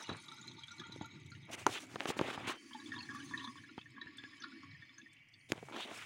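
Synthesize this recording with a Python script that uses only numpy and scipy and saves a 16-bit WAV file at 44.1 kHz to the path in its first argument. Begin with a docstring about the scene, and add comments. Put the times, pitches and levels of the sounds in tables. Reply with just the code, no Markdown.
"""Water trickles and drips in a drain pipe under a steel sink: bubbles and lumpy noise ring the air column,
which colours every drop; fine spray hisses, bright ticks sparkle and thin bands sing above.
The hand that holds the recorder shifts its grip: fingers slide over the case as patchy filtered noise,
and tap and knock it into short damped rings and clicks.
A quiet room lies behind: steady hiss with faint resonances and a lumpy low hum."""
import sys
import numpy as np
from scipy import signal
from scipy.fft import rfft, irfft, next_fast_len
from scipy.io import wavfile
from scipy.ndimage import uniform_filter1d, map_coordinates

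SR = 44100
rng = np.random.default_rng(int(sys.argv[2]) if len(sys.argv) > 2 else 0)


def unload_audio(sound):
    """Save the sound as a 16-bit wav file, at the path given as the first command line argument."""
    columns = np.transpose(np.atleast_2d(sound))
    # keep every value between -1 and 1, then stretch to whole-number steps
    steps = np.round(np.clip(columns, -1, 1) * 32767)
    wavfile.write(sys.argv[1], SR, steps.astype(np.int16))


N = 266937

# Strength of the trickle while the tap feeds the pipe, then while it drains (one list each):
# t/s, gurgle in the lowest mode level/dB, bubbling drive level/dB (shaped further per band), spray level/dB
FLOW = [
    [(0.0, -66, -50.5, -71.5), (0.274, -62.5, -54.5, -71.5), (0.554, -56, -55, -78), (0.68, -80, -58, -77),
     (0.775, -57, -56, -75), (0.8, -53.5, -50, -79), (0.88, -57.5, -56, -88), (0.91, -60, -54.5, -87),
     (0.972, -48, -57.5, -71), (1.068, -58.5, -56, -99), (1.302, -58.5, -63.5, -77.5),
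     (1.5, -62.5, -61, -90)],
    [(1.8, -67, -72, -85), (1.84, -53, -71, -94), (1.95, -54.5, -59.5, -82), (2.3, -55, -54, -102),
     (2.53, -56.5, -63.5, -64), (2.94, -57, -54, -64.5), (3.31, -54, -52, -63), (3.6, -61.5, -59, -68),
     (3.7, -65, -56.5, -78), (3.82, -67, -65, -74.5), (4.09, -63, -58, -99), (4.36, -63, -56.5, -75),
     (4.52, -56.5, -56.5, -101), (4.77, -74, -62, -86), (4.96, -73.5, -62, -85), (5.03, -64, -65, -82),
     (5.24, -79, -70, -89), (5.5, -76, -99.5, -73.5)],
]
# Resonances of the pipe's air column, fed and then draining (also ring the drops): f/Hz, width f/Hz, level/dB
PIPES = [
    [(135, 25, 3), (330, 70, -1), (620, 90, -12), (904, 45, 3), (1180, 46, -3), (1430, 53, 0),
     (1980, 55, -5), (2320, 140, -4), (3270, 73, -4), (3830, 220, -1), (4470, 35, -10), (4970, 80, -12),
     (5370, 84, -13), (6080, 170, -9), (6660, 140, -9), (7650, 110, -14), (9200, 130, -17)],
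    [(225, 40, -7), (275, 36, 0), (330, 45, -4), (840, 32, -12), (975, 40, -7), (1130, 43, 0),
     (1410, 61, -10), (1700, 52, -1), (1840, 29, -2), (2230, 66, -12), (2580, 140, -14), (3100, 160, -13),
     (3500, 70, -9), (3860, 110, -12), (4400, 90, -11), (4670, 60, -16), (5070, 200, -15), (6200, 160, -19),
     (6800, 170, -21)],
]
# Lowest gurgle, fed and then draining: f/Hz
GURGLE_FROM_HZ = (68, 103)
# Lowest middle bubbling, fed and then draining: f/Hz
MIDDLE_FROM_HZ = (560, 1100)
# Colour of the spray: f/Hz, spectral level/dB
SPRAY_COLOUR = [(2650, -42), (4500, -9), (5220, -16.5), (6120, -11.5), (7730, -22), (8200, -25.5),
                (9460, -18.5), (13400, -52), (15000, -27), (16000, -28)]
MIDDLE_DB, HIGH_DB = -3, -9  # middle and high bubbling over the drive
MIDDLE_SWING = 1.58  # the middle swings wider than the drive, about -44.5 dB


def trickle():
    """Small bubbles and lumpy splashing drive the air column; fine spray hisses above."""
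    middle = .4 * swarm(800, 2700, spread_db=2.5, cycles=14, count=2500) + gritty(45, 3)
    fine = .45 * swarm(2800, 7500, spread_db=2.8, cycles=30, count=3000) + gritty(45, 3)
    sources = (gritty(30, 3.2), patchy(middle, depth_db=3.5), patchy(fine, depth_db=4.5))

    fed = np.arange(N) < 2 * SR  # spatter only while the tap feeds the pipe
    spatter = 0.89 * fed * swarm(4500, 11000, spread_db=2.0, cycles=33, count=3500)
    spray = patchy(spatter + gritty(70, 2.5), depth_db=3.5)
    spray = unit(filtered(spray, lambda f: amp(along(SPRAY_COLOUR, f)) * band(4600, 16000)(f)))

    out = np.zeros(N)
    for rows, modes, low_hz, middle_hz in zip(FLOW, PIPES, GURGLE_FROM_HZ, MIDDLE_FROM_HZ):
        column = pipe(modes, leak_db=-27.0)
        parts = (band(low_hz, 406), band(middle_hz, 4250), band(1200, 7800))
        gurgle, bubbling, spray_gain = gains(rows)
        swing = (bubbling / amp(-44.5)) ** (MIDDLE_SWING - 1)
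        levels = (gurgle, bubbling * swing * amp(MIDDLE_DB), bubbling * amp(HIGH_DB))
        for level, source, part in zip(levels, sources, parts):
            out += level * unit(filtered(source, lambda f: column(f) * part(f)))
        out += spray_gain * spray
    return out


# Drops, with drive levels that each layer offsets:
# t/s, large bubble level/dB, large bubble f/Hz, small bubble f/Hz, small bubble level/dB
DROPS = [(0.0228, -56, 1500, 6010, -39), (0.045, -64, 1500, 2860, -43), (0.068, -68, 1400, 3980, -44),
         (0.091, -63, 2190, 3890, -35.5), (0.125, -60, 2210, 3950, -41), (0.202, -68, 1430, 3770, -50),
         (0.282, -49.5, 1190, 3860, -40), (0.315, -42, 1335, 3890, -44), (0.383, -46, 1384, 3980, -46.5),
         (0.412, -60, 2400, 6760, -46), (0.477, -56, 2570, 4070, -39.5), (0.513, -66, 2190, 3740, -43),
         (0.582, -52, 1186, 3920, -51), (0.591, -63, 2290, 3630, -45.5), (0.634, -42.5, 2330, 3270, -42),
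         (0.681, -46.5, 1520, 3780, -41.5), (0.706, -40, 1410, 3870, -45), (0.716, -62, 2320, 5910, -44),
         (0.78, -66, 2320, 4000, -49), (0.795, -41.5, 1690, 3690, -38), (0.813, -43, 1233, 3530, -71),
         (0.836, -39, 1396, 3250, -52), (0.867, -43.5, 1407, 6970, -53), (0.92, -49, 935, 3936, -40),
         (0.975, -49, 2030, 3670, -52), (1.009, -37.5, 894, 3840, -47), (1.019, -64, 1390, 6530, -49),
         (1.042, -41, 1390, 3930, -47), (1.057, -68, 2300, 6670, -54), (1.148, -63, 2370, 4550, -64),
         (1.167, -60, 1410, 3850, -59), (1.259, -58, 2220, 3750, -52), (1.317, -43, 1402, 4150, -49.5),
         (1.349, -50.5, 1850, 2820, -49.5), (2.708, -40, 1117, 2900, -56), (2.731, -54, 1135, 3150, -42),
         (2.746, -37, 845, 3580, -48), (2.787, -44, 1655, 4650, -57), (2.799, -44, 1100, 3880, -48),
         (2.859, -57, 2315, 3480, -45), (2.918, -29.5, 1698, 3580, -42.5), (2.938, -36.5, 1704, 3080, -53),
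         (2.938, -38, 1112, 2670, -49), (2.961, -34, 1110, 3680, -41), (2.988, -41, 1770, 4300, -39.5),
         (2.978, -40.5, 984, 3260, -45), (3.004, -38, 2690, 4400, -43), (3.027, -45, 1730, 4310, -43),
         (3.089, -31.5, 1665, 3350, -63), (3.145, -33, 1140, 2970, -56), (3.158, -43, 1144, 2240, -66),
         (3.175, -41, 1703, 3060, -61), (3.2, -40, 1640, 2980, -45.5), (3.309, -33, 1118, 3600, -66),
         (3.3367, -24.5, 1774, 2260, -61), (3.34, -37.5, 1110, 4300, -69), (3.375, -36, 1110, 3840, -34.5),
         (3.392, -41, 1150, 3460, -59), (3.404, -35.5, 1100, 3460, -47), (3.379, -44, 2580, 3480, -50),
         (3.393, -41, 1870, 3010, -44), (3.411, -45, 1090, 2200, -57), (3.422, -45, 1100, 4370, -59),
         (3.428, -59, 1680, 3500, -47), (3.441, -35.5, 1110, 3750, -40), (3.447, -60, 1710, 3490, -43),
         (3.473, -29, 1112, 3470, -44.5), (3.555, -38, 1107, 3050, -87), (3.58, -39.5, 1735, 3090, -48),
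         (3.637, -41.5, 1710, 3480, -81), (3.689, -47.5, 1424, 2820, -55), (3.787, -47, 2580, 3100, -43),
         (3.812, -46, 2620, 3440, -47.5), (3.856, -43.5, 1798, 2760, -74), (3.964, -40, 1664, 3600, -86),
         (3.978, -37.5, 1112, 3260, -81), (4.013, -35.5, 1794, 3850, -38), (4.068, -34.5, 1720, 2740, -55),
         (4.182, -40.5, 1657, 3530, -39), (4.235, -38, 1667, 3460, -48.5), (4.33, -46.5, 1780, 3270, -67),
         (4.401, -44, 1630, 6140, -49), (4.419, -49, 1300, 3485, -46.5), (4.42, -51, 2900, 5150, -46),
         (4.42, -66, 1690, 4480, -47), (4.435, -43, 1740, 3870, -42), (4.441, -38.5, 1116, 3480, -51),
         (4.436, -34.5, 1444, 4470, -45), (4.461, -46, 1384, 4380, -61), (4.518, -45, 1460, 5130, -57),
         (4.631, -38, 1113, 5100, -58), (4.711, -47, 2024, 4000, -53), (4.747, -46.5, 1824, 4430, -73),
         (4.821, -41, 1808, 3480, -57), (4.892, -51, 1845, 3470, -53), (4.94, -64, 2320, 5080, -54),
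         (4.981, -39, 1690, 6240, -47.5), (5.014, -52, 2610, 3450, -53), (5.058, -45, 1830, 3450, -84),
         (5.165, -55, 2610, 2750, -51), (5.335, -85, 2225, 3500, -53.5), (5.338, -82, 2220, 4500, -51.5),
         (5.408, -66, 2760, 4400, -62)]
# Plop over the large bubble; it weakens as the bubble's pitch climbs past PLOP_FROM_HZ
PLOP_DB, PLOP_DB_PER_OCTAVE, PLOP_FROM_HZ = -7.5, -16.5, 1010
SPLASH_DB, SPLASH_T60_S = (13.5, 9), 0.05  # middle splash over the large bubble, high over the small
DRAIN_ECHO_DB, DRAIN_T60_S = -5, 0.12  # the drain smears every bubble into a short tail
TWIN_RATIO = 1.075  # nominal pitch step, up or down, from a bubble to its twin


def drops():
    """Each impact shakes the pipe, frees a large and a small bubble with lesser twins, and plops low down."""
    s, db, hz, small_hz, small_db = np.transpose(DROPS)
    count = len(s)
    large = bubbles(s, db - 6.0, hz, 0.011 + 45 / hz, rise=0.007, hold=1.61, swell=23.5)
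    small = bubbles(s, small_db - 3.5, small_hz, 0.022 + 40 / small_hz, rise=0.011, hold=1.26, swell=44)
    twins = np.zeros(N)
    for level, pitch in ((db - 13, hz), (small_db - 7, small_hz)):
        twin_s = s + rng.uniform(0, 0.003, count)
        twin_db = level + rng.normal(0, 3.0, count)
        twin_hz = pitch * TWIN_RATIO ** rng.choice([-1, 1], count) * rng.normal(1, 0.016, count)
        twins += bubbles(twin_s, twin_db, twin_hz, 30 / pitch + .02, rise=0.0049)
    bubbling = large + small + twins

    plop_db = db + PLOP_DB + PLOP_DB_PER_OCTAVE * np.log2(hz / PLOP_FROM_HZ).clip(0)
    plop = bubbles(s, plop_db, rng.normal(269.2, 25.7, count), np.full(count, .12), rise=0.0038)

    t = np.arange(SR // 8) / SR
    fade = amp(-60 * t / SPLASH_T60_S) * (1 - np.exp(-t / 0.0012))
    splash = np.zeros(N)
    for level, over_db, part in zip((db, small_db), SPLASH_DB, (band(1270, 2460), band(2500, 7700))):
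        landings = np.bincount(np.round(s * SR).astype(int), amp(level + over_db), N)
        burst = signal.fftconvolve(landings, fade)[:N] * rng.standard_normal(N)
        splash += filtered(burst, lambda f: part(f) ** 2)

    fed = np.arange(N) < 2 * SR
    rung = np.zeros(N)
    for when, modes in zip((fed, ~fed), PIPES):
        rung += filtered((bubbling + splash) * when, pipe(modes, leak_db=-48))

    flutter = amp(0.16 * wobble(230))  # the surface heaves under the ringing bubbles
    tail = fade ** (SPLASH_T60_S / DRAIN_T60_S) * rng.standard_normal(len(t))
    echo = signal.fftconvolve(bubbling, tail / np.linalg.norm(tail))[:N]
    return (large + small) * flutter + twins + amp(1.5) * rung + plop + amp(DRAIN_ECHO_DB) * echo


# Tiny bright ticks, drive levels: t/s, level/dB, centre f/Hz
TICKS = [(0.0285, -51, 9400), (0.08, -63, 9200), (0.132, -62, 9150), (0.21, -60, 9300), (0.235, -61, 8600),
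         (0.27, -67, 10300), (0.302, -63, 9100), (0.34, -62, 12200), (0.413, -70, 7540), (0.534, -63, 7700),
         (0.586, -73, 10900), (0.671, -59, 9400), (0.712, -57, 7900), (0.764, -61, 7650),
         (0.797, -66, 11000), (0.78, -68, 9200), (0.868, -66, 8600), (1.016, -68, 10200), (1.45, -67, 9800),
         (1.865, -56, 8000), (0.166, -52.5, 9100), (0.221, -57, 9400), (.2574, -62, 11700),
         (.3177, -56, 8800), (0.471, -53, 7040), (0.636, -59, 7560), (0.688, -64, 7560),
         (0.9214, -55, 6430), (.9577, -62, 7130), (1.057, -60, 11600), (1.198, -66, 8300),
         (1.26, -58, 7650), (1.302, -58, 6860), (3.1503, -57, 10800), (3.902, -63, 8400),
         (4.17, -53.5, 8640), (4.402, -79, 6100), (4.435, -71, 6450), (4.979, -63, 6300),
         (5.284, -65.5, 5740), (5.336, -75, 5100), (5.129, -58.5, 8640)]


def ticks():
    """Specks of spray burst: each a puff of bright noise and a cluster of very short notes."""
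    s, db, hz = np.transpose(TICKS)
    t = np.arange(SR // 16) / SR
    fade = amp(-60 * t / 0.049) * (1 - np.exp(-t / 0.0019))
    bursts = np.bincount(np.round(s * SR).astype(int), amp(db + 0.5), N)
    puffs = signal.fftconvolve(bursts, fade)[:N] * rng.standard_normal(N)
    out = filtered(puffs, band(3700, 9600))
    for ratio, loss_db in ((1, -1), (0.29, -7), (0.9, -4)):
        note_s = s + rng.uniform(0, 0.004, len(s))
        note_hz = hz * ratio * rng.normal(1, 0.028, len(s))
        out += bubbles(note_s, db + loss_db, note_hz, 160 / hz, rise=0.009)
    return out


# Narrow bands that swell, drift in pitch and fade:
# from t/s, to t/s, first f/Hz, last f/Hz, rate of wavering f/Hz, level/dB
WHISTLES = [(2.5, 2.95, 4480, 4750, 60, -70), (2.52, 2.75, 8900, 9150, 60, -79),
            (2.62, 2.85, 7500, 7600, 45, -78), (2.58, 2.95, 6720, 6650, 50, -78),
            (2.55, 2.9, 5670, 5580, 55, -79), (2.95, 3.4, 5950, 6050, 60, -74),
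            (3.05, 3.6, 6250, 6480, 70, -74), (3.0, 3.6, 9700, 9200, 200, -81),
            (4.05, 4.95, 5100, 4950, 420, -75), (4.18, 4.38, 7550, 6550, 200, -82),
            (3.75, 4.0, 4480, 4440, 90, -87), (5.35, 5.49, 7900, 10400, 260, -82),
            (3.28, 3.52, 1125, 1120, 50, -58), (3.28, 3.55, 985, 975, 45, -67),
            (3.12, 3.25, 1140, 1150, 55, -65), (3.95, 4.15, 980, 975, 45, -74),
            (4.15, 4.7, 9700, 9500, 350, -88), (2.85, 3.3, 840, 800, 150, -73),
            (4.45, 4.72, 272, 275, 20, -59), (2.5, 2.62, 3100, 3100, 70, -65),
            (5.15, 5.45, 2750, 2850, 70, -76), (4.88, 5.2, 3480, 3480, 70, -77)]


def whistles():
    """Thin, wavering bands sing in the pipe as the water film drains."""
    t, out = np.arange(N) / SR, np.zeros(N)
    for start, end, first_hz, last_hz, width_hz, db in WHISTLES:
        phase = 2 * np.pi * np.cumsum(np.interp(t, [start, end], [first_hz, last_hz])) / SR
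        arch = np.sin(np.pi * np.interp(t, [start, end], [0, 1])).clip(0)
        swell = np.sqrt(arch) * ((t > start) & (t < end))
        out += amp(db) * swell * (wobble(width_hz) * np.sin(phase) + wobble(width_hz) * np.cos(phase))
    return out


# Knocks on the case, drive levels: t/s, click level/dB, thump level/dB, thump base f/Hz, shell level/dB
KNOCKS = [(0.0924, -43, -33.5, 267, -33), (0.0954, -55, -42, 255, -33.5), (0.1, -50, -36, 111, -33.5),
          (0.1151, -39, -34.5, 134, -36.5), (0.961, -50, -44.5, 312, -52), (0.896, -65, -47, 189, -54),
          (1.012, -48, -36.5, 164, -37.5), (1.6619, -34, -58, 370, -53), (1.6659, -12.5, -37, 380, -15),
          (1.669, -30, -62, 367, -24.5), (1.676, -41, -57, 373, -38), (1.7578, -60, -73, 368, -37),
          (1.76, -60, -76, 370, -41), (1.942, -47, -45.5, 274, -53), (1.958, -25, -37, 436, -28),
          (2.0, -29, -70, 306, -54), (2.0062, -18.5, -47, 306, -48), (2.0565, -21.5, -57, 457, -26.5),
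          (2.0896, -50, -33, 240, -55), (2.1021, -25, -32, 427, -26.5), (2.1677, -47, -39, 328, -40),
          (2.1916, -17, -32, 470, -41), (2.195, -48, -31, 377, -27.5), (2.2125, -23, -25, 340, -22.5),
          (2.377, -41, -36, 117.6, -32.5), (2.476, -55, -36.5, 223, -49), (3.7798, -31.5, -40, 240, -35.5),
          (4.061, -41, -47, 106, -76), (4.239, -32, -51.5, 290, -60), (5.5022, -60, -46, 300, -56.5),
          (5.5201, -8.5, -28.5, 330, -32.5), (5.532, -63, -44, 225, -40), (5.578, -36, -48, 290, -58),
          (5.628, -65, -40.5, 426, -50), (5.632, -65, -45, 390, -58), (5.686, -42, -95, 390, -42.5),
          (5.6978, -43, -55, 353, -46), (5.712, -55, -47, 330, -46), (5.724, -37, -69, 304, -42),
          (5.7632, -60, -80, 360, -36.5), (5.8045, -59, -76, 377, -37.5), (5.914, -48, -47, 393, -43)]
# Modes of the low thump: multiple of the base f, level/dB, free t60 t/s (shortened by the grip)
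THUMP = [(.5, 1.5, 0.049), (1, 9, 0.043), (1.5, 3.5, 0.032)]
# Modes of the shell: nominal f/Hz, level/dB, free t60 t/s
SHELL = [(400, -5.5, 0.026), (640, -4, 0.026), (890, 3, 0.03), (1200, -3, 0.022)]
# Modes of the hard rim that clicks: nominal f/Hz, level/dB, free t60 t/s
EDGE = [(1960, 11, 0.0038), (2720, -1.5, 0.0054), (4000, -15.5, 0.0011)]
# Brightest modes, woken by hard blows: nominal f/Hz, level/dB, free t60 t/s
CRACK = [(4200, 3.5, 0.0098), (6560, 10, 0.013), (9640, -0.5, 0.005), (15200, -3.5, 0.006)]
DAMPING = 0.35  # the grip's factor on every mode's t60
SNAP_DB, SNAP_GROWS = -58.5, 2.17  # base snap level, and dB gained per dB of blow
SCATTER_DB, DETUNE = 2, .03  # random spread of mode level, and of pitch as a ratio


def knocks():
    """A blow sets off a click, crack and snap, the shell's ring and rattle, and a thump; the grip damps modes."""
    t = np.arange(SR // 6) / SR

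    def ring(modes, scale):
        """Decaying sines with a soft start, a little different at every blow."""
        total = np.zeros(len(t))
        for hz, db, t60 in modes:
            decay = amp(db + rng.normal(0, SCATTER_DB) - 60 * t / (t60 * DAMPING))
            total += decay * np.sin(2 * np.pi * hz * scale * rng.normal(1, DETUNE) * t)
        return total * (1 - np.exp(-t / 0.00037))

    def burst(db, t60):
        """Noise that dies away at once."""
        return amp(db - 60 * t / t60) * rng.standard_normal(len(t))

    body, rattle, click, snap = np.zeros((4, N + SR))
    for s, click_db, thump_db, thump_hz, shell_db in KNOCKS:
        start = round(s * SR)
        span = slice(start, start + len(t))
        blow_db = 0.68 * click_db + 0.29 * shell_db + 27.0
        snap_db = SNAP_DB + SNAP_GROWS * blow_db
        body[span] += amp(thump_db) * ring(THUMP, thump_hz) * (1 - np.exp(-t / 0.0006))
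        body[span] += amp(shell_db) * ring(SHELL, 0.96)
        body[span] += amp(click_db) * ring(EDGE, 1)
        body[span] += amp(snap_db) * ring(CRACK, 0.98)
        rattle[span] += burst(shell_db + 5.0, 0.032)
        click[span] += burst(click_db - 10.5, 0.01)
        snap[span] += burst(snap_db, 0.014)
    out = body[:N] + filtered(rattle[:N], band(290.0, 1800))
    return out + filtered(click[:N], band(2300, 4220)) + filtered(snap[:N], band(5300, 11000))


# Spells when the hand works on the case: from t/s, to t/s, rustle reference level/dB
GRIPS = [(1.5, 2.53, -69), (5.5, 6.1, -70)]
# Drag, low, middle and high scuff and hiss of the rustle over its reference: level/dB
RUSTLE_DB = [1.5, -2, -2.5, -8.5, -4.5]
# Single strokes of a finger: from t/s, top t/s, to t/s, then drag, low, middle and high scuff, hiss level/dB
STROKES = [(-.05, 0, 0.05, -59.5, -54.5, -68, -63, -63.5), (0.077, 0.09, .19, -53, -55, -57, -72, -87),
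           (1.017, 1.002, 1.07, -61.5, -67, -82, -64, -90), (1.469, 1.508, 1.61, -55, -62, -62, -83, -82),
           (1.508, 1.543, 1.557, -54, -52.5, -48, -56, -50.5),
           (1.574, 1.585, 1.66, -56.5, -63, -54.5, -65, -59.5),
           (1.66, 1.688, 1.712, -46.5, -50.5, -55, -70, -55),
           (1.694, 1.72, 1.773, -60, -55.5, -54, -52.5, -50.5),
           (1.718, 1.777, 1.795, -56.5, -53, -48, -47.5, -57),
           (1.792, 1.8, 1.866, -63, -62.5, -62, -63.5, -57.5),
           (1.882, 1.95, 1.97, -65, -62.5, -67, -70, -64), (1.98, 2.034, 2.09, -51, -57, -56, -64, -61.5),
           (2.069, 2.094, 2.12, -47, -49, -47.5, -45.5, -45), (2.092, 2.12, 2.19, -53, -53, -58, -66, -83),
           (2.164, 2.187, 2.19, -62, -57, -59, -65, -54), (2.183, 2.23, 2.31, -46.5, -62, -50, -59, -62.5),
           (2.25, 2.31, 2.32, -46, -45, -50, -49, -59), (2.304, 2.348, 2.368, -50.5, -50, -52, -52, -60),
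           (2.36, 2.42, 2.59, -52.5, -54.5, -54, -64, -70), (2.43, 2.478, 2.57, -61, -50, -51, -57, -78),
           (2.468, 2.479, 2.535, -48, -41, -47, -46, -50.5), (5.485, 5.504, 5.54, -61, -76, -64, -60, -61),
           (5.514, 5.608, 5.6, -58, -66, -71, -67, -70.5), (5.59, 5.69, 5.74, -66, -85, -83, -80, -69.5),
           (5.719, 5.747, 5.82, -46, -56, -55, -58, -67), (5.748, 5.786, 5.77, -62, -54, -54, -49, -57.5),
           (5.76, 5.819, 5.865, -55.5, -55.5, -56, -45.5, -59),
           (5.836, 5.887, 5.95, -51.5, -61, -58, -59, -67),
           (5.886, 5.984, 6, -71, -57.5, -57, -61.5, -57.5),
           (5.947, 6.024, 6.07, -60.5, -57, -53.5, -60, -60.5)]
# Colour of skin on the case: f/Hz, spectral level/dB
SCUFF = [(88, -33.5), (150, 14.5), (259, 10.5), (494, -1), (854, 0.5), (1690, -4.5), (1830, -5),
         (3620, -5.5), (5250, -12.5), (6260, -13), (10000, -22.5), (13400, -36), (16000, -23)]
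GRIP_FADE_S, STROKE_FULLNESS = 0.012, 0.87  # a small fullness gives strokes blunt ends


def fingers():
    """Skin drags over the case: sticky slips in the bass, a patchy scuff and hiss above."""
    t = np.arange(N) / SR
    held = np.zeros(N)
    for start, end, db in GRIPS:
        held += amp(db) * np.interp(t, [start - GRIP_FADE_S, start, end, end + GRIP_FADE_S], [0, 1, 1, 0])
    pressure = amp(RUSTLE_DB)[:, None] * held
    for start, top, end, *layer_db in STROKES:
        stroke = np.sin(np.pi / 2 * np.interp(t, [start, top, end], [0, 1, 0])) ** STROKE_FULLNESS
        pressure = np.hypot(pressure, amp(layer_db)[:, None] * stroke)

    # drag, low, middle and high scuff, hiss: band, lumps per second, grit in dB
    layers = ((band(232, 1120), 110, 3.5), (band(860, 2120), 190, 2.2), (band(1800, 3120), 200, 1.8),
              (band(2850, 4100), 200, 1.5), (band(3920, 20000), 200, 1.5))
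    out = np.zeros(N)
    for gain, (part, rate, grit_db) in zip(pressure, layers):
        skin = patchy(gritty(rate, grit_db), depth_db=1.5)
        out += gain * unit(filtered(skin, lambda f: amp(along(SCUFF, f)) * part(f) ** 2))
    return out


# Colour of the room's hiss and hum: f/Hz, spectral level/dB
ROOM = [(15, -84), (25, -25), (64, -35), (92, -14), (145, -13.5), (1560, -10), (2000, 9.5), (2760, 1),
        (3250, 1), (3620, -47), (4140, -95), (4490, -13), (7510, -37.5), (8590, -79.5), (16000, -129)]
# Resonances that colour the steady hiss: f/Hz, width f/Hz, level/dB
BASIN = [(2080, 12, 0), (2267, 9.9, 19.5), (2540, 15, -10.5), (2860, 31, 1), (3480, 55, -3),
         (4240, 120, -9.5), (5140, 87, -34)]
# Swell of the low hum: t/s, level/dB
HUM = [(0.0, -86), (0.13, -36), (0.23, -65), (0.99, -51.5), (1.65, -51), (1.67, -45), (1.77, -67),
       (2.07, -55), (2.49, -48.5), (2.61, -75), (2.85, -53.5), (4.53, -67), (4.63, -53), (4.92, -70.5),
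       (5.46, -64.5), (5.53, -53), (5.56, -50), (5.64, -59), (5.75, -65), (6.05, -65)]
ROOM_DB = -65.5  # hiss level


def room():
    """Steady hiss with faint resonances, and a lumpy low hum."""
    colour = lambda f: amp(along(ROOM, f))
    basin = pipe(BASIN, leak_db=2.0)
    hiss = filtered(gritty(5.8, 1.0), lambda f: colour(f) * np.abs(basin(f)) * band(170, 17000)(f))
    hum = filtered(gritty(11.0, 3.5), lambda f: colour(f) / (1 + (f / 140) ** 6))
    return amp(ROOM_DB) * unit(hiss) + gains(HUM)[0] * unit(hum)


def bubbles(s, db, hz, life_s, rise, hold=1.074, swell=55):
    """Soft-started notes that rise in pitch as they die, 60 dB down at life_s; a large hold delays the fall."""
    t = np.arange(int(SR * np.max(life_s))) / SR
    s, db, hz, life_s = (np.asarray(v)[:, None] for v in (s, db, hz, life_s))
    age = t / life_s
    envelope = amp(db - 60 * age ** hold) * (1 - np.exp(-swell * age)) ** 2
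    notes = envelope * np.sin(2 * np.pi * hz * t * (1 + rise * age))
    at = np.round(s * SR).astype(int) + np.arange(len(t))
    return np.bincount(at.ravel(), notes.ravel(), N + SR)[:N]


def swarm(lo_hz, hi_hz, spread_db, cycles, count):
    """Many small bubbles at random moments, pitches and levels."""
    when, high, luck = rng.random((count, 3)).T
    hz = lo_hz * (hi_hz / lo_hz) ** high
    db = -spread_db * np.log(luck + 0.0099)  # a few stand out
    return unit(bubbles(when * N / SR, db, hz, cycles / hz + .008, rise=.012))


def pipe(modes, leak_db):
    """Causal sum of resonances of alternating sign, with some sound passing straight through."""
    def response(f):
        total = amp(leak_db)
        for k, (hz, width, db) in enumerate(modes):
            total = total + (-1) ** k * amp(db) * 1j * f * width / (hz * hz - f * f + 1j * f * width)
        return total
    return response


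def gritty(rate, grit_db):
    """Noise whose strength swings in short random lumps."""
    return unit(amp(grit_db * wobble(rate)) * rng.standard_normal(N))


def patchy(x, depth_db):
    """x with random patches of gain in time and frequency."""
    z = signal.stft(x, nperseg=512)[2]
    field = uniform_filter1d(rng.standard_normal(z.shape), size=5, axis=0)
    field = uniform_filter1d(field, size=5, axis=1)
    return signal.istft(z * amp(depth_db * unit(field)), nperseg=512)[1][:N]


def wobble(rate):
    """A smooth random curve, rate knots a second."""
    return map_coordinates(rng.standard_normal(int(N * rate / SR) + 4), [np.arange(N) * rate / SR])


def filtered(x, response):
    """x shaped by a complex response of frequency."""
    m = next_fast_len(N + SR // 2)
    return irfft(rfft(x, m) * response(np.fft.rfftfreq(m, 1 / SR)), m)[..., :N]


def band(lo_hz, hi_hz):
    """A soft-edged pass band."""
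    return lambda f: (f / lo_hz) ** 4 / (1 + (f / lo_hz) ** 4) / (1 + (f / hi_hz) ** 6)


def along(points, hz):
    """Reads (f/Hz, value) points on a log frequency axis."""
    f, v = np.transpose(points)
    return np.interp(np.log(hz + 1), np.log(f + 1), v)


def gains(rows):
    """One gain curve for each level column, all but silent (-140 dB) outside the table."""
    s, *columns = np.transpose(rows)
    return [amp(np.interp(np.arange(N) / SR, s, c, left=-140, right=-140)) for c in columns]


def amp(db):
    """Decibels to amplitude."""
    return 10 ** (np.asarray(db) / 20)


def unit(x):
    """x scaled to an RMS of one."""
    return x / np.sqrt(np.mean(x ** 2) + 1e-20)


def scene():
    """Water in front, the hand on the case, the room behind."""
    water = trickle() + drops() + ticks() + whistles()
    return (water + knocks() + fingers() + room())[None]


TOP_HZ = 15830  # the microphone's band limit


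def record(dry):
    """The microphone drops the deep bass, adds faint self-noise and keeps nothing above its band limit."""
    bass_cut = lambda hz: (1j * hz / 80 / (1 + 1j * hz / 80)) ** 4
    self_noise = filtered(rng.standard_normal(N), lambda hz: amp(-92.5) * (1 + 1500 / (hz + 60)))
    return filtered(filtered(dry, bass_cut) + self_noise, lambda hz: hz < TOP_HZ)


dry = scene()
out = record(dry)
unload_audio(out)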